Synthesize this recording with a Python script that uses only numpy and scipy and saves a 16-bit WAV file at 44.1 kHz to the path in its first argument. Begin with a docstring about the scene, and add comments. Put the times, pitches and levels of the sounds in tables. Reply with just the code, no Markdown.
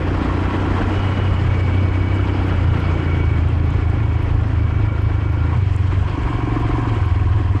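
"""On a wet gravel track: a single-cylinder motorcycle rolls by, heard from a muffled microphone on the rider.
Wind is low lumpy noise, grit is short ticks, and the tyres roar in flickering bands of noise.
Loose bodywork, panels and thrown stones ring as resonances. Each firing thumps the exhaust as a set
of low tones and barks through the header pipe, more with open throttle. A slower stretch starts abruptly."""
import sys
import numpy as np
from scipy import signal
from scipy.io import wavfile
from scipy.ndimage import uniform_filter1d

SR = 44100
rng = np.random.default_rng(int(sys.argv[2]) if len(sys.argv) > 2 else 0)


def generate_wav(signal):
    """Clip the signal to [-1, 1] and save it as 16-bit WAV at the path in sys.argv[1]."""
    frames = np.transpose(np.atleast_2d(signal))
    scaled = np.clip(frames, -1, 1) * 32767
    pcm = np.round(scaled).astype(np.int16)
    wavfile.write(sys.argv[1], SR, pcm)


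def to_linear_factor(level_db):
    """Convert decibel levels (scalar or array-like) to linear amplitude factors."""
    exponent = np.asarray(level_db, float) / 20
    return 10 ** exponent


N = 335160


def rms_one(x):
    """Scale to rms 1."""
    return x / np.sqrt(np.mean(x ** 2) + 1e-20)


def in_time(rows):
    """Read the columns of a table sample by sample, with straight lines between its rows."""
    s, *columns = np.transpose(rows)
    return [np.interp(np.arange(N) / SR, s, c) for c in columns]


def at_hz(points, hz):
    """Read the level of a spectrum table at a pitch, on a log-frequency axis."""
    table_hz, table_db = np.transpose(points)
    return np.interp(np.log(hz), np.log(table_hz), table_db)


def drift(rate):
    """Slow random wandering of spread 1; a higher rate (Hz) wanders faster."""
    r = np.exp(-80 * np.pi * rate / SR)   # made at every 40th sample
    slow = signal.lfilter([1], [1, -2 * r, r * r], rng.standard_normal(N // 40 + 2002))[2000:]
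    return np.interp(np.arange(N) / 40, np.arange(len(slow)), rms_one(slow - slow.mean()))


def bandpass(x, order, low_hz, high_hz):
    """Keep only the sound between two pitches."""
    return signal.sosfilt(signal.butter(order, [low_hz, high_hz], "band", fs=SR, output="sos"), x)


def lowpass(x, order, hz):
    """Keep only the sound below a pitch."""
    return signal.sosfilt(signal.butter(order, hz, fs=SR, output="sos"), x)


def resonance(x, hz, width_hz):
    """Ring like a part with one natural pitch: a two-pole peak of gain 1."""
    r = np.exp(-np.pi * width_hz / SR)
    b = (1 - r * r) / 2 * np.array([1, 0, -1])
    a = [1, -2 * r * np.cos(2 * np.pi * hz / SR), r * r]
    return signal.lfilter(b, a, x)


def rings(x, modes):
    """Sum of natural pitches, each a pair of resonances in a row."""
    out = 0
    for hz, width_hz, db in modes:
        first = resonance(x, hz, width_hz)
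        out = out + to_linear_factor(db) * resonance(first, hz, 0.83 * width_hz)
    return out


def evened(x, span_s):
    """Hold the level at rms 1 over a moving span."""
    return x / np.sqrt(uniform_filter1d(x ** 2, int(span_s * SR)) + 1e-12)


def wind(wind_db):
    """Lumpy low buffeting on the microphone port: noise of wandering strength around 30-70 Hz."""
    noise = rng.standard_normal(N) * to_linear_factor(0.9 * drift(1.7))
    return to_linear_factor(wind_db) * rms_one(bandpass(noise, 2, 30, 70))


# grit striking the housing: (t/s, level/dB, f/Hz)
GRIT_TICKS = [(0.077, -54, 11400), (2.433, -52, 10900), (2.4758, -49.5, 11700), (2.8, -46.5, 10800),
              (3.659, -51, 11600), (4.2284, -48.5, 11400), (5.021, -49, 11500), (5.326, -51, 11800),
              (5.9785, -53, 11200), (6.599, -50.5, 11460), (7.0588, -47.5, 10700), (3.4865, -45, 7900),
              (3.7047, -41.5, 7200), (3.9, -41.5, 7360), (5.7636, -34, 7600)]


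def grit():
    """Each grain is a tick: a sine of a few cycles that swells and dies at once."""
    out, t = np.zeros(N), np.arange(200) / SR
    for s, db, hz in GRIT_TICKS:
        i = round(s * SR)
        envelope = t / 0.000077 * np.exp(1 - t / 0.00013)
        out[i:i + 200] += to_linear_factor(db) * np.sin(2 * np.pi * hz * t) * envelope
    return out


# tone colour of the tyre roar: (f/Hz, relative level/dB)
ROAR_COLOUR = [(130, -3.5), (210, -7.5), (310, -8), (600, -16.5), (900, -17), (1400, -20.5), (2050, -24),
               (3000, -28.5), (4000, -42.5), (5200, -40), (6300, -52.5), (7800, -50), (9800, -65),
               (11800, -74.5), (13500, -82)]
# coarser gravel of the slow stretch, change of that colour: (f/Hz, change of level/dB)
COARSE_GRAVEL = [(200, -2.5), (330, 1.5), (560, -3), (1500, 2), (5000, 3), (8000, 5), (9000, 4.5)]


def tyres(slow, roar_db, patchy_db):
    """Crushed gravel and spray: third-octave bands of noise, each flickering a little."""
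    roar, together = 0, drift(9)
    edges = 130 * 2 ** np.arange(0, 7, 1 / 3)
    white, crunch = rng.standard_normal((2, N)), drift(47)
    for k, (low, high) in enumerate(zip(edges, edges[1:])):
        band = bandpass(white[k % 2], 3, low, high)
        hz = np.sqrt(low * high)
        colour_db = at_hz(ROAR_COLOUR, hz) + slow * at_hz(COARSE_GRAVEL, hz)
        flicker_db = patchy_db * (0.5 * together + .5 * crunch + drift(26))
        roar = roar + band * to_linear_factor(colour_db + flicker_db)
    hiss = resonance(resonance(white[1], 11040, 700), 11060, 900)
    spray = to_linear_factor(-53 + 1.4 * together) * rms_one(hiss)   # fine spray hisses in the housing
    return to_linear_factor(roar_db + 5.5) * (rms_one(roar) + spray)


# stones thrown against the bodywork: (t/s, level/dB, f/Hz)
STONE_HITS = [(0.297, -18, 1050), (0.819, -19, 1500), (2.194, -20, 1280), (2.513, -28, 1300),
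              (2.736, -24, 990), (4.231, -32, 1090), (6.329, -19.5, 1030), (6.711, -22, 1250),
              (6.854, -23, 1080), (7.031, -29, 1560), (7.563, -25, 1170)]
# bodywork shaken by engine and road: (f/Hz, width of the first resonance/Hz, relative level/dB)
BODY_MODES = [(771, 76, -5), (990, 110, -3.5), (1091, 150, -2.5)]
KNOCK_S = .0012   # time for a knock to reach full strength


def thrown_stones():
    """Each stone sets the bodywork ringing and gives a short knock of its own pitch."""
    hits = np.full(N, 1e-18)
    knock = np.zeros(N + 800)
    t = np.arange(800) / SR
    envelope = t / KNOCK_S * np.exp(1 - t / KNOCK_S)
    for s, db, hz in STONE_HITS:
        i = round(s * SR)
        hits[i] = to_linear_factor(db + 29)
        knock[i:i + 800] += to_linear_factor(db) * np.sin(2 * np.pi * hz * t) * envelope
    hits = lowpass(hits, 4, 2000)   # blunt contact
    return rings(hits, BODY_MODES) + knock[:N]


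# thin panels: (f/Hz for finding the nearest panel, width/Hz, relative level/dB)
THIN_PANELS = [(1380, 45, 0), (1480, 40, -4), (1700, 45, -8), (2248, 42, -1.5), (2940, 55, -11)]
# a panel rings out for a while: (start t/s, end t/s, f/Hz, gain level/dB)
PANEL_SWELLS = [(0.2, 1.3, 1354, 12), (3.295, 4.2, 1700, 10), (0.903, 1.423, 2930, 23.5),
                (1.0, 1.445, 2235, 14.5), (1.456, 2.338, 2260, 17.5), (1.502, 3.303, 2923, 16.5),
                (2.353, 2.805, 2280, 12), (1.502, 3.3, 1461, 10), (2.2, 3.303, 1377, 12),
                (2.797, 3.432, 2258, 16.5), (3.3, 4.497, 1395, 6.5), (3.6, 4.303, 2240, 11.5),
                (4.57, 5.673, 2267, 12.5), (4.702, 5.502, 1386, 11), (6.127, 7.253, 2235, 9),
                (6.13, 7.1, 2300, 9.5)]
SWELL_EDGE_S = .12   # length of each rise and fall


def panels(knocks, ring_db):
    """Each swell rings its panel, a little off in pitch each time, rising and falling softly."""
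    t, out = np.arange(N) / SR, 0
    for start, end, hz, gain_db in PANEL_SWELLS:
        _, width, db = min(THIN_PANELS, key=lambda panel: abs(panel[0] - hz))
        gate = uniform_filter1d(1. * (t > start) * (t < end), int(SWELL_EDGE_S * SR))
        ring = evened(resonance(resonance(knocks, hz, width), hz, width), .045)
        wander_db = 1.0 * drift(4) + 1.2 * drift(10)
        out = out + gate * to_linear_factor(ring_db + db + gain_db + wander_db - 1) * ring
    return out


# hollow parts heard ringing only in the slow stretch:
# (f/Hz, width of the first resonance/Hz, relative level/dB)
HOLLOW_PARTS = [(734, 48, -5), (980, 67, -8), (1058, 55, -4), (1574, 190, -12.5)]


def bodywork(cycles, slow, rattle_db, ring_db):
    """Loose parts shaken mostly twice a firing cycle ring, along with thrown stones and thin panels."""
    shaking = 1 + 0.37 * np.cos(4 * np.pi * cycles - 1.1) + 0.071 * np.cos(2 * np.pi * cycles - .6)
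    knocks = rng.standard_normal(N) * shaking * to_linear_factor(1.6 * drift(21) + 0.36 * drift(78))
    rattle = to_linear_factor(rattle_db - 1.5 - 1.3 * slow) * rms_one(rings(knocks, BODY_MODES))
    hollow = 0
    for hz, width, db in HOLLOW_PARTS:
        part = evened(rings(knocks, [(hz, width, 0)]), 0.097)
        hollow = hollow + slow * to_linear_factor(rattle_db + db) * part
    # before the slow stretch a broad, brighter clatter
    clatter = ~slow * to_linear_factor(rattle_db - 3.5) * rms_one(rings(knocks, [(1250, 830, 0)]))
    return rattle + clatter + hollow + thrown_stones() + panels(knocks, ring_db)


# single strokes that differ in strength, mostly harder: (t/s, change of bark level/dB)
ODD_STROKES = [(3.385, 2.5), (3.64, 2), (5.93, 8), (6.97, 4), (7.018, -1), (7.166, 1.5), (7.406, 4.5),
               (7.556, 7.5)]
STROKE_S = 0.016   # spread of the bell-shaped change around each stroke


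def stroke_db():
    """Change of strength in dB around the strokes that differ."""
    t = np.arange(N) / SR
    return sum(db * np.exp(-.5 * ((t - s) / STROKE_S) ** 2) for s, db in ODD_STROKES)


PULLING_FROM = 0.519   # throttle opening (0-1) above which the boom changes


def pulling(throttle):
    """How far the throttle is past the opening where the engine pulls hard, 0-1."""
    return np.clip((throttle - PULLING_FROM) / (1 - PULLING_FROM), 0, 1)


# the silencer passes each multiple of the firing rate by its pitch: (f/Hz, level/dB)
SILENCER_RESPONSE = [(42, -34.5), (52, -31), (61, -29.5), (70, -23.5), (80, -20), (92, -18), (105, -20.5),
                     (116, -24), (126, -31.5), (140, -32), (158, -44.5), (190, -50.5)]
# second to sixth multiple of the firing rate: (level/dB, change of level at full throttle/dB)
MULTIPLES = [(-3.5, 10.5), (1, -4.5), (1.5, -27), (2, 5), (0, 5)]
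# wavering strength of the boom: (t/s, level/dB)
BOOM_STRENGTH = [(0, -0.5), (1.1, -1.5), (1.5, 0.5), (2.5, 0), (2.75, 0), (3.2, 3.5), (3.7, -0.5),
                 (4.6, -0.5), (5.0, -2), (5.7, 0), (6.1, -4), (7.0, -2.5), (7.6, -2.5)]
BOOM_LEAD = .195   # firing cycles by which the boom runs ahead
SILENCER_HZ, SILENCER_WIDTH_HZ = 91, 22   # its ring delays the multiples around this pitch


def silencer_boom(cycles, firing_hz, throttle):
    """The silencer booms on low multiples of the firing rate, each a tone of wandering level and phase."""
    boom = 0
    for k, (db, pulled_db) in enumerate(MULTIPLES, start=2):
        hz = k * firing_hz
        lag = np.arctan(2 * (hz - SILENCER_HZ) / SILENCER_WIDTH_HZ)
        level_db = at_hz(SILENCER_RESPONSE, hz) + db + pulled_db * pulling(throttle)
        wander_db = 0.92 * drift(3.5) + 1.4 * drift(15)
        wobble = .025 * drift(5) + .013 * drift(12)   # in cycles of the tone
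        phase = 2 * np.pi * (k * (cycles + BOOM_LEAD) + wobble) - lag
        boom = boom + to_linear_factor(level_db + wander_db) * np.sqrt(2) * np.cos(phase)
    return to_linear_factor(in_time(BOOM_STRENGTH)[0]) * lowpass(boom, 2, 900)


def firings(cycles, jitter_s, uneven_db):
    """One click a cycle, each a little off in time and strength."""
    at = np.flatnonzero(np.diff(np.floor(cycles)) > 0)
    chance = rng.standard_normal((400, 2))[:len(at)]
    moved = at + (jitter_s * SR * chance[:, 0]).astype(int)
    clicks = np.full(N, 1e-18)
    clicks[np.clip(moved, 0, N - 1)] = to_linear_factor(uneven_db * chance[:, 1])
    return clicks


BARK_SHUT_DB, BARK_OPEN_DB = -42.5, -24   # by throttle, before the strokes that differ


def bark_db(throttle):
    """The bark grows with the throttle; a few strokes differ in strength."""
    return BARK_SHUT_DB + (BARK_OPEN_DB - BARK_SHUT_DB) * throttle + stroke_db()


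# header pipe: (f/Hz, width/Hz, relative level/dB)
HEADER_PIPE = [(191, 91, -12), (269.4, 43.5, 7.5), (307, 65, 6), (417, 57, -11), (355, 260, -11.5)]
BARK_ADVANCE = .11   # cycles by which the bark comes earlier at full throttle


def header_bark(cycles, throttle, turbulence):
    """Each firing is a click with a little turbulent noise that rings the header pipe."""
    bark_cycles = cycles + .235 + BARK_ADVANCE * pulling(throttle)
    blow = rms_one(firings(bark_cycles, jitter_s=.00012, uneven_db=1.3)) + .05 * turbulence
    bark = 0
    for k, (hz, width, db) in enumerate(HEADER_PIPE):
        bark = bark + (-1) ** k * to_linear_factor(db) * resonance(blow, hz, width)   # alternating sign
    return to_linear_factor(bark_db(throttle)) * evened(bandpass(bark, 2, 150, 480), 0.51)


def exhaust(cycles, firing_hz, throttle):
    """Silencer boom and header bark over a steady rumble of turbulent gas, noise ringing near 90-100 Hz."""
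    turbulence = rng.standard_normal((2, N))
    rumble = to_linear_factor(-29) * rms_one(resonance(resonance(turbulence[0], 100.5, 35), 90, 77))
    boom = silencer_boom(cycles, firing_hz, throttle)
    return boom + rumble + header_bark(cycles, throttle, turbulence[1])


# engine speed, lower in the slower stretch that starts abruptly at about 5.57 s: (t/s, firing rate f/Hz)
ENGINE_SPEED = [(0.0, 28.8), (0.15, 29.8), (0.7, 30.9), (1.1, 31.6), (1.27, 31.3), (1.43, 29.4),
                (1.65, 30.5), (1.9, 30.8), (2.28, 32.5), (2.68, 28.4), (2.9, 29.5), (3.28, 27.5),
                (3.7, 27.5), (3.92, 26.8), (4.55, 26.8), (4.74, 25.7), (4.95, 26.5), (5.16, 25.6),
                (5.565, 27.8), (5.575, 23.9), (5.78, 22.4), (6.17, 24.7), (6.4, 22.6), (6.82, 22.8),
                (7.01, 20.8), (7.19, 20.4), (7.4, 21.1), (7.6, 18.4)]
# throttle: (t/s, opening 0-1)
THROTTLE_OPENING = [(0.0, 0.84), (0.8, 0.91), (0.95, 0.42), (1.25, 0), (1.8, 0.6), (2.35, 0.78),
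                    (2.72, 0.54), (3.0, 0.77), (3.4, 0.59), (4.6, 0.47), (5.55, 0.54), (5.6, 0.17),
                    (6.05, 0.15), (6.18, 0.71), (6.35, 0.7), (6.55, 0.95), (6.9, 0.83), (7.05, 0.2),
                    (7.3, 0.46), (7.6, 0.49)]
# the road: (t/s, tyre roar relative level/dB, extra rattle from bumps level/dB)
ROAD = [(0.0, -30, -2), (0.3, -31, 2.5), (0.9, -29, 4.5), (1.3, -30.5, 0), (1.8, -32, -7),
        (2.9, -31.5, -4.5), (3.5, -35, -3.5), (5.3, -36.5, -2.5), (5.55, -36, 3.5), (5.6, -39, -4),
        (6.0, -37, -1), (6.2, -36.5, 1.5), (6.8, -36, 3), (7.25, -37.5, 2.5), (7.6, -40, -0.5)]
JUMP_S = 5.572   # start of the slower stretch
RATTLE_SHUT_DB, RATTLE_OPEN_DB = -42, -34.5   # reference for the loose parts, by throttle
RATTLE_SMOOTHING_S = 0.23   # span over which the throttle is averaged for the rattle
STROKE_JOLT = .4   # share of the stroke changes that also reaches the tyre roar


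def scene():
    """Throttle, engine speed and road shape tyres, bodywork and exhaust, over wind and scattered grit ticks."""
    throttle = np.clip(in_time(THROTTLE_OPENING)[0], 0, 1)
    roar_db, bumps_db = in_time(ROAD)
    firing_hz, = in_time(ENGINE_SPEED)
    cycles = np.cumsum(firing_hz) / SR
    jump = round(JUMP_S * SR)
    slow = np.arange(N) >= jump
    cycles[jump:] += .15 - cycles[jump] % 1   # the slow stretch starts at another point of the cycle
    cycles += .45
    shake = uniform_filter1d(throttle, int(RATTLE_SMOOTHING_S * SR))
    rattle_db = RATTLE_SHUT_DB + (RATTLE_OPEN_DB - RATTLE_SHUT_DB) * shake + bumps_db
    background = wind(wind_db=-26.5) + grit()
    rolling = tyres(slow, roar_db + STROKE_JOLT * stroke_db(), patchy_db=1.5)
    loose_parts = bodywork(cycles, slow, rattle_db, ring_db=-55)
    mix = background + rolling + loose_parts + exhaust(cycles, firing_hz, throttle)
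    return mix[None]   # one channel


def low_pass(x):
    """Removes everything above the highest recorded frequency."""
    return signal.sosfilt(signal.butter(12, 13600, fs=SR, output="sos"), x)


def record(dry):
    """The microphone signal has its peaks softly rounded toward a ceiling of 0.7."""
    rounded = .7 * np.tanh(dry / .7)
    return low_pass(rounded)


dry = scene()
out = record(dry)
generate_wav(out)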